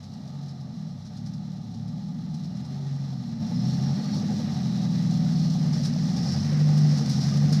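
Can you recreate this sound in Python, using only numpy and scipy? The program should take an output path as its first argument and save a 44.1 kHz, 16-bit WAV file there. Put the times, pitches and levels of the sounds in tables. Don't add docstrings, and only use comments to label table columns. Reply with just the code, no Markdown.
import sys
import numpy as np
from scipy import signal
from scipy.fft import rfft, irfft, next_fast_len
from scipy.io import wavfile
from scipy.ndimage import uniform_filter1d

SR = 44100
rng = np.random.default_rng(int(sys.argv[2]) if len(sys.argv) > 2 else 0)


def log_audio(samples):
    frames = np.atleast_2d(samples).T
    limited = np.clip(frames, -1, 1)
    pcm = np.round(limited * 32767).astype(np.int16)
    wavfile.write(sys.argv[1], SR, pcm)


N = 335160
TIME = np.arange(N) / SR
CRUISE_HZ, MIDDLE_REVS_HZ, HIGH_REVS_HZ = 40, 45.5, 49.5
LOAD_START_S, LOAD_RISE_S = 3.39, 0.043
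FAR_M, NEAR_M = 31.4, 16.7

# time in seconds, distance in metres.
APPROACH = [(0, 41.7), (1.6, 43.3), (3, 29.6), (5, 26.6), (6.4, 19.9), (7.6, 20.6)]
# frequency in Hz, relative level in dB.
RUMBLE_EQ = [(20, -30.5), (45, 0), (80, 17), (200, -5), (1000, -64)]
# centre in seconds, half length in seconds, level in dB.
TONE_SWELLS = [(2.8, 0.11, -52), (3.85, 0.09, -49)]
# start in seconds, relative rattle level in dB,
# rattle decay in seconds, crack level in dB.
BUMPS = [(0.027, -57, 0.03, -67), (0.137, -52.5, 0.0085, -69), (.273, -57, 0.014, -68),
         (.48, -56, 0.026, -65), (.606, -59, .01, -72), (1.05, -54, 0.023, -68), (1.168, -52.5, 0.015, -66),
         (1.259, -50.5, 0.017, -64), (1.331, -54, 0.015, -68), (1.74, -55, 0.016, -70),
         (1.879, -55, 0.015, -68), (2.339, -55, 0.021, -64), (2.435, -54, 0.018, -65),
         (2.565, -56, .015, -69), (2.646, -53, 0.016, -63), (4.139, -49, 0.06, -55),
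         (5.726, -43.5, 0.043, -62), (5.83, -44, 0.017, -60), (5.847, -40.5, 0.024, -48),
         (6.162, -43, .03, -62), (6.225, -49, 0.17, -62), (6.318, -44, 0.018, -53),
         (6.677, -58, 0.018, -63), (6.771, -44.5, 0.023, -50), (6.89, -51, .25, -62),
         (6.972, -47, 0.022, -56), (7.057, -42, 0.011, -54), (7.092, -44.5, 0.086, -43),
         (7.205, -47.5, 0.16, -53), (7.367, -49, 0.013, -55), (7.523, -41.5, 0.043, -41.5)]
# frequency in Hz, relative level in dB.
RATTLE_EQ = [(600, -12.5), (1500, -5.5), (2800, -16), (3500, -6), (4000, -3.5), (4600, 1.5), (5300, 5.5),
             (6500, -6), (8000, -17), (11000, -23), (14000, -34)]
CRACK_EQ = [(2500, -15), (4500, 0), (8000, 4), (10500, -1.5), (14000, -9)]
# frequency in Hz, width in Hz, relative level in dB.
STEEL_MODES = [(2427, 30, -24), (2840, 35, -23.5), (3594, 33, -19), (3935, 35, -14), (4090, 35, -17.5),
               (4320, 98, -14.5), (5100, 80, -12), (5465, 240, -8.5)]
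# centre in seconds, half length in seconds, pitch in Hz,
# pitch scatter in Hz, level in dB.
SQUEALS = [(3.45, 0.076, 5460, 130, -59), (3.6, 0.065, 5160, 90, -54), (3.73, 0.095, 5520, 80.3, -53),
           (3.76, .08, 4400, 80, -57), (3.9, 0.096, 5550, 139.7, -51.5), (3.99, 0.08, 4340, 111, -54.5),
           (4.13, .09, 4430, 90, -53.5), (4.14, 0.072, 5600, 119.6, -54), (4.75, 0.35, 3905, 70, -58.5),
           (5.42, 0.07, 4380, 100, -52), (6.037, .05, 5400, 110, -57), (6.33, 0.13, 5240, 303, -48),
           (6.56, .07, 5470, 111.6, -58)]
# frequency in Hz, relative level in dB.
GEAR_FAR_EQ = [(1600, -35), (2700, -17), (3200, -10), (3530, -4), (3700, -7.5), (3970, 1), (4650, -5),
               (4950, -4.5), (5170, -5), (5700, -4), (6300, -9.5), (7000, -15), (8500, -23.5),
               (14000, -29.5)]
GEAR_NEAR_EQ = [(1600, -33), (2700, -13), (3600, -8), (3950, -7), (4350, 2), (4620, 0), (5100, 5.5),
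                (5450, 2.5), (5950, 1.5), (6250, -5.5), (7000, -13), (8500, -20), (14000, -30.5)]
BLOCK_FAR_EQ = [(200, -14), (320, -5.5), (420, -5.5), (530, -5), (600, 1.5), (665, -4), (740, -0.5),
                (850, -1), (930, -7.5), (1050, -16), (1200, -8), (1400, -18), (2000, -45.5)]
BLOCK_NEAR_EQ = [(200, -20), (330, 6.5), (410, -0.5), (460, -0.5), (520, 2), (590, 1.5), (680, -1),
                 (750, -5), (860, -6), (1000, -7), (1200, -9.5), (1400, -27.5), (2000, -34.5)]
# frequency in Hz, relative level in dB.
VALVE_EQ = [(600, -18), (1050, -5.5), (1200, -4), (1350, -1), (1700, 2), (1820, 1.5), (1920, 4.5),
            (2060, -0.5), (2280, -3), (2650, -5.5), (3400, -8), (5000, -19), (9000, -57)]
# frequency in Hz, width in Hz, relative level in dB, change close by in dB.
PANEL_MODES = [(369.7, 16, -12, 4), (461, 35, -12.5, 3), (735, 18, -7.5, -2.5), (782, 33, -15, 5.5),
               (847, 45, -11.5, -5.5), (1148, 55, -17, -3.5), (1233, 55, -17.5, 2)]
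# centre in seconds, half length in seconds, resonance in Hz, level in dB.
HARD_FIRINGS = [(3.52, 0.0068, 830, -46), (3.812, 0.014, 810, -52), (3.891, .015, 820, -47),
                (4.003, .012, 480, -45), (4.061, 0.021, 1230, -50), (4.152, .025, 830, -53),
                (4.168, .012, 520, -46.5), (4.238, .012, 480, -45), (4.306, 0.025, 765, -44.5),
                (4.319, 0.019, 477, -44), (4.405, .012, 500, -43), (5.805, 0.011, 580, -43),
                (5.965, .006, 650, -44), (6.177, 0.036, 774, -47), (6.263, 0.02, 790, -45),
                (6.346, .009, 776, -40.5), (6.53, .013, 484, -42), (6.612, 0.012, 475, -42),
                (6.698, 0.0086, 556.6, -47), (6.933, .01, 520, -40), (7.012, .012, 460, -43),
                (7.246, .025, 707, -46.5), (7.326, .015, 1230, -48), (7.444, 0.01, 520, -42.5),
                (7.525, 0.012, 480, -41)]
# frequency in Hz, width in Hz, relative level in dB per pass.
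THUMP_MODES = [(201, 31, 3.5), (611, 29, -24), (850, 30, -27)]
CYLINDERS = [(1.23, -0.014, 1.1), (0.72, 0.028, 0.15), (1.18, 0.116, 0.3), (0.7, -0.131, 0.6)]
# time in seconds, firings per second.
REVS = [(0, 29.7), (.1, 32.9), (.3, 45.6), (.4, 47.8), (.6, 44.4), (.9, 37.6), (1, 32.9), (1.3, 37.8),
        (1.5, 39.2), (1.62, 36.6), (1.85, 36.5), (2, 39.8), (2.25, 38.1), (2.52, 38.8), (2.75, 46.5),
        (3.08, 45.9), (3.3, 37.8), (3.45, 36.5), (3.7, 43.3), (3.95, 47.3), (4.15, 49.4), (4.3, 50.7),
        (4.5, 47.7), (4.75, 40.9), (5.5, 38.9), (5.85, 36), (6.02, 38.2), (6.5, 49.9), (6.85, 50.2),
        (7.2, 44.9), (7.52, 49.9)]
# time in seconds, level in dB.
EXHAUST_EFFORT = [(0, -38), (.2, -37.5), (.45, -39.5), (.8, -36.5), (1.1, -38), (1.3, -35), (1.65, -37),
                  (1.95, -34), (2.6, -33), (2.85, -36.5), (3.39, -32), (3.42, -27.5), (3.48, -31),
                  (3.53, -26), (3.99, -26.5), (4.05, -30), (4.1, -26.5), (4.5, -27), (5.3, -25), (5.75, -26),
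                  (6.35, -26), (6.7, -29.2), (7.15, -23.5), (7.6, -25)]
# frequency in Hz, relative gain in dB.
MUFFLER_EQ = [(30, -73), (60, -48), (90, -9.5), (120, -2), (150, 7.5), (180, 5.5), (215, 6.5), (245, 1.5),
              (275, -12), (320, -18.5), (400, -34), (700, -63)]
# multiple of the four-stroke cycle rate,
# then relative level in dB ahead of the muffler at cruise, at middle revs and at high revs.
BURBLE_PARTIALS = [(9, -15, -14, -7), (10, -4, -6, -0.5), (11, -19, -2, -6), (13, -5.5, -0.5, -3),
                   (14, -12.5, 2, -4.5), (15, -7.5, 1.5, -3.5), (17, -11.5, -6, -1), (18, 2.5, -0.5, -2.5),
                   (19, -1.5, -0.5, -1.5), (20, 0, -7.5, -5), (21, -10.5, -10, -2.5), (22, -8.5, -2, 3),
                   (23, -10, 0, 1.5), (24, -1.5, 1.5, 5), (25, -8.5, -1.5, 2), (26, -1.5, -15, -14),
                   (27, -6, -5, -5), (28, -6, -6, 4.5), (31, -6.5, -3, -5), (32, 2, -5, -4)]
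# time in seconds, irregular share from 0 to 1.
RAGGEDNESS = [(0, 0.22), (1.2, 0.18), (2.4, 0.29), (3.5, 0.27), (4.3, 0.18), (4.8, 0), (5.7, 0.04),
              (6.3, 0.12), (7.6, 0.11)]
# firings per second, relative level in dB.
BURBLE_BY_REVS = [(32, -4.5), (37, 0), (40, 0), (46, -2), (50, -1.5)]
# multiple of the four-stroke cycle rate,
# centre in seconds, half length in seconds, boost or cut in dB.
PARTIAL_SWINGS = [(8, 4.05, .07, -17), (8, 4.85, 0.24, -6), (8, 6.42, 0.15, 6.5), (12, 0.42, 0.12, 5),
                  (12, 1.27, 0.11, 6.5), (12, 1.6, 0.063, -3), (12, 1.75, 0.25, 5.5), (12, 2.27, 0.21, -8),
                  (12, 2.956, 0.23, 6), (12, 3.86, 0.072, 7), (12, 4.256, 0.42, -7.5), (12, 4.81, 0.16, 2),
                  (12, 5.72, 0.46, -4.5), (12, 6.4, 0.16, -0.5), (12, 6.76, 0.21, 7),
                  (12, 7.16, 0.16, -0.5), (12, 7.52, 0.14, 3.5), (14, 4.18, 0.36, -10), (15, 4.25, .25, 1),
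                  (16, 0.86, .13, 4.5), (16, 1.47, 0.084, 3.5), (16, 1.7, .1, -2), (16, 3.74, 0.28, -7),
                  (16, 4.14, .25, 3), (16, 4.7, 0.15, -2.5), (16, 7.1, 0.081, 3.5), (16, 6.47, 0.22, -3.5),
                  (16, 7.17, 0.23, -15), (18, 1.28, 0.81, -11), (19, 3.08, 0.35, -7), (20, 1.47, .4, 4),
                  (20, 2.3, .25, 4), (20, 4.7, 0.19, 5), (24, 3.38, 0.24, 8), (25, 3.45, 0.27, 7),
                  (26, 1.2, .7, -8)]
# frequency in Hz, gain in dB.
PIPE_EQ = [(65, -21.5), (80, -17.5), (98, -8), (112, -10.5), (118, -11), (125, -6), (137, -1.5), (150, 1),
           (160, 1), (172, -1), (183, -5.5), (197, -3.5)]
# multiple of the firing rate, relative level in dB ahead of the pipe,
# change under load in dB.
FIRING_HARMONICS = [(1, -25.5, -3), (2, -4.5, -2.5), (3, 0.5, -.5), (4, -5.5, 2.5)]


def from_db(db):
    return 10 ** (np.asarray(db) / 20)


def rms_one(x):
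    return x / np.sqrt(np.mean(x ** 2) + 1e-20)


def levelled(x, size=8000):
    return x / np.sqrt(uniform_filter1d(x ** 2, size) + 1e-12)


def curve(rows, at=TIME):
    return np.interp(at, *np.transpose(rows))


def noise():
    return rng.standard_normal(N)


def drift(rate):
    knots = rng.standard_normal(8192)
    return rms_one(np.interp(TIME * rate, np.arange(len(knots)), knots))


def swell(centre, half_length):
    return np.exp(-((TIME - centre) / half_length) ** 4)


def hit(age, rise_s, decay_s):
    return (1 - np.exp(-age / rise_s)) * np.exp(-age / decay_s)


def coloured(x, eq):
    size = 2 * next_fast_len(N // 2 + SR // 4)
    hz, db = np.transpose(eq)
    grid = np.maximum(np.fft.rfftfreq(size, 1 / SR), 1)
    gain = from_db(np.interp(np.log(grid), np.log(hz), db))
    cepstrum = irfft(np.log(gain))
    cepstrum[1:size // 2] *= 2
    cepstrum[size // 2 + 1:] = 0
    return rms_one(irfft(rfft(x, size) * np.exp(rfft(cepstrum)))[:N])


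def approaching(x, far_eq, near_eq, nearness):
    return (1 - nearness) * coloured(x, far_eq) + nearness * coloured(x, near_eq)


def resonate(x, modes):
    return sum(from_db(db) * rms_one(signal.lfilter(*signal.iirpeak(hz, hz / width, fs=SR), x))
               for hz, width, db in modes)


def steady_ring(modes):
    return levelled(resonate(resonate(noise(), modes), modes), size=900)


def engine_load():
    return 1 - np.exp(-np.maximum(TIME - LOAD_START_S, 0) / LOAD_RISE_S)


def lift_db(firing_hz, approach, load_db, db_per_hz):
    distance_m = curve(APPROACH)
    closer_db = 20 * np.log10(distance_m[0] / distance_m)
    return approach * closer_db + load_db * engine_load() + db_per_hz * (firing_hz - CRUISE_HZ)


def firing_noise(firings, depth, decay):
    strength = np.array(CYLINDERS)[firings.astype(int) % len(CYLINDERS), 2]
    return noise() * (1 + depth * strength * np.exp(-(firings % 1) / decay))


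def wheel_rumble(nearness):
    return from_db(-63.5 + 20.6 * nearness ** 2 + drift(2.8)) * coloured(noise(), RUMBLE_EQ)


def faint_tone(hz=384):
    level = sum(from_db(db) * swell(s, half_length) for s, half_length, db in TONE_SWELLS)
    return level * np.sin(2 * np.pi * np.cumsum(hz + 1.3 * drift(11.16)) / SR)


def rattles():
    shake, strike = np.zeros((2, N))
    for s, rattle_db, decay_s, crack_db in BUMPS:
        start = int(s * SR)
        age = TIME[:N - start][:SR // 2]
        span = slice(start, start + len(age))
        shake[span] += from_db(rattle_db + 6) * hit(age, rise_s=0.0037, decay_s=decay_s)
        strike[span] += from_db(crack_db) * hit(age, rise_s=0.0027, decay_s=0.017)
    contacts = coloured(noise() * from_db(2 * drift(500)), RATTLE_EQ)
    steel = from_db(-1) * resonate(coloured(noise(), RATTLE_EQ), STEEL_MODES)
    crack = coloured(noise() * from_db(4.5 * drift(800)), CRACK_EQ)
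    return shake * rms_one(contacts + steel) + strike * crack


def squeals():
    notes = 0
    for s, half_length, hz, scatter_hz, db in SQUEALS:
        tone = np.sin(2 * np.pi * np.cumsum(hz + scatter_hz * drift(700)) / SR)
        notes += from_db(db) * swell(s, half_length) * tone
    flutter = from_db(3.8 * drift(120))
    return np.sqrt(2) * notes * flutter


def running_gear(firing_hz, firings, nearness):
    grains = firing_noise(firings, depth=0.22, decay=0.94) * from_db(1.3 * drift(450) + 1.1 * drift(25))
    rings = sum(resonate(noise(), [mode]) * from_db(2 * drift(6)) for mode in STEEL_MODES)
    rings = signal.sosfilt(signal.butter(2, [2300, 6500], "band", fs=SR, output="sos"), rings)
    rings *= from_db(-3 * nearness)
    hiss = approaching(grains, GEAR_FAR_EQ, GEAR_NEAR_EQ, nearness)
    level_db = -59.35 + lift_db(firing_hz, approach=1.18, load_db=7, db_per_hz=0.03)
    return from_db(level_db) * (hiss + rings)


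def clatter(firing_hz, firings, nearness):
    throb = 0.27 + 0.7 * np.sqrt(nearness)
    block = approaching(firing_noise(firings, throb, decay=0.5), BLOCK_FAR_EQ, BLOCK_NEAR_EQ, nearness)
    block *= from_db(-0.3 - 1.1 * nearness)
    modes = [(hz, width, db + near_db * nearness) for hz, width, db, near_db in PANEL_MODES]
    panels = resonate(coloured(firing_noise(firings, throb, decay=0.22), BLOCK_FAR_EQ), modes)
    valves = coloured(firing_noise(firings, depth=0.2, decay=0.85), VALVE_EQ)
    block_db = -56 + lift_db(firing_hz, approach=0.4735, load_db=6, db_per_hz=0.1632) + 0.5 * drift(16)
    valve_db = -67 + lift_db(firing_hz, approach=1.4444, load_db=6, db_per_hz=0.11) + 1.24 * drift(22)
    return from_db(block_db) * (block + panels) + from_db(valve_db) * valves


def hard_knocks(width_hz=81):
    return sum(from_db(db) * swell(s, half_length) * steady_ring([(hz, width_hz, 0)])
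               for s, half_length, hz, db in HARD_FIRINGS)


def thump(start_s=3.41):
    age = np.maximum(TIME - start_s, 0)
    return from_db(-18.5) * hit(age, rise_s=0.0067, decay_s=0.02) * steady_ring(THUMP_MODES)


def swing_db(order):
    return sum(db * swell(s, half_length) for multiple, s, half_length, db in PARTIAL_SWINGS
               if multiple == order * len(CYLINDERS))


def exhaust_partial(firings, order, wander=0):
    strength, late, _ = np.transpose(CYLINDERS)
    pulse_times = np.arange(len(CYLINDERS)) + late
    phase = np.angle(np.sum(strength * np.exp(-2j * np.pi * order * pulse_times)))
    lead = np.pi / 2 * (order % 2 == 1)
    return np.cos(2 * np.pi * (order * firings + wander) + phase + lead)


def burble(firing_hz, firings):
    ragged = curve(RAGGEDNESS)
    partials = 0
    for multiple, *levels_db in BURBLE_PARTIALS:
        order = multiple / len(CYLINDERS)
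        db = np.interp(firing_hz, [CRUISE_HZ, MIDDLE_REVS_HZ, HIGH_REVS_HZ], levels_db)
        db += curve(MUFFLER_EQ, order * firing_hz) + swing_db(order)
        wander = (0.027 + 0.45 * ragged) * drift(9)
        partials += from_db(db) * exhaust_partial(firings, order, wander)
    pulses = np.diff(np.floor(firings), prepend=0) * noise()
    turbulence = 0.043 * noise()
    sputter = levelled(coloured(pulses + turbulence, MUFFLER_EQ), size=2000)
    puffs = np.sqrt(1 - ragged) * levelled(partials) + np.sqrt(ragged) * sputter
    puffs /= uniform_filter1d(puffs ** 2 + 0.059, size=600) ** (1 / 3)
    return from_db(curve(BURBLE_BY_REVS, firing_hz)) * levelled(puffs, size=2200)


def exhaust_drone(firing_hz, firings):
    drone = 0
    for order, db, load_db in FIRING_HARMONICS:
        level_db = db + load_db * engine_load() + curve(PIPE_EQ, order * firing_hz)
        level_db += 1.44 * drift(12) + swing_db(order)
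        drone += from_db(level_db) * exhaust_partial(firings, order)
    return np.sqrt(2) * drone


def scene():
    firing_hz = curve(REVS)
    firings = np.cumsum(firing_hz) / SR - 0.908
    nearness = np.clip((FAR_M - curve(APPROACH)) / (FAR_M - NEAR_M), 0, 1)
    exhaust = exhaust_drone(firing_hz, firings) + burble(firing_hz, firings)
    exhaust *= from_db(curve(EXHAUST_EFFORT))
    metal = clatter(firing_hz, firings, nearness) + running_gear(firing_hz, firings, nearness)
    metal += squeals() + rattles()
    return (wheel_rumble(nearness) + metal + exhaust + thump() + hard_knocks() + faint_tone())[None]


def record(dry, fade_s=0.003, cutoff_hz=14000):
    fade = np.minimum(np.minimum(TIME, TIME[-1] - TIME) / fade_s, 1)
    high_cut = signal.ellip(12, 0.1, 80, cutoff_hz, fs=SR, output="sos")
    return signal.sosfilt(high_cut, dry * fade)


dry = scene()
out = record(dry)
log_audio(out)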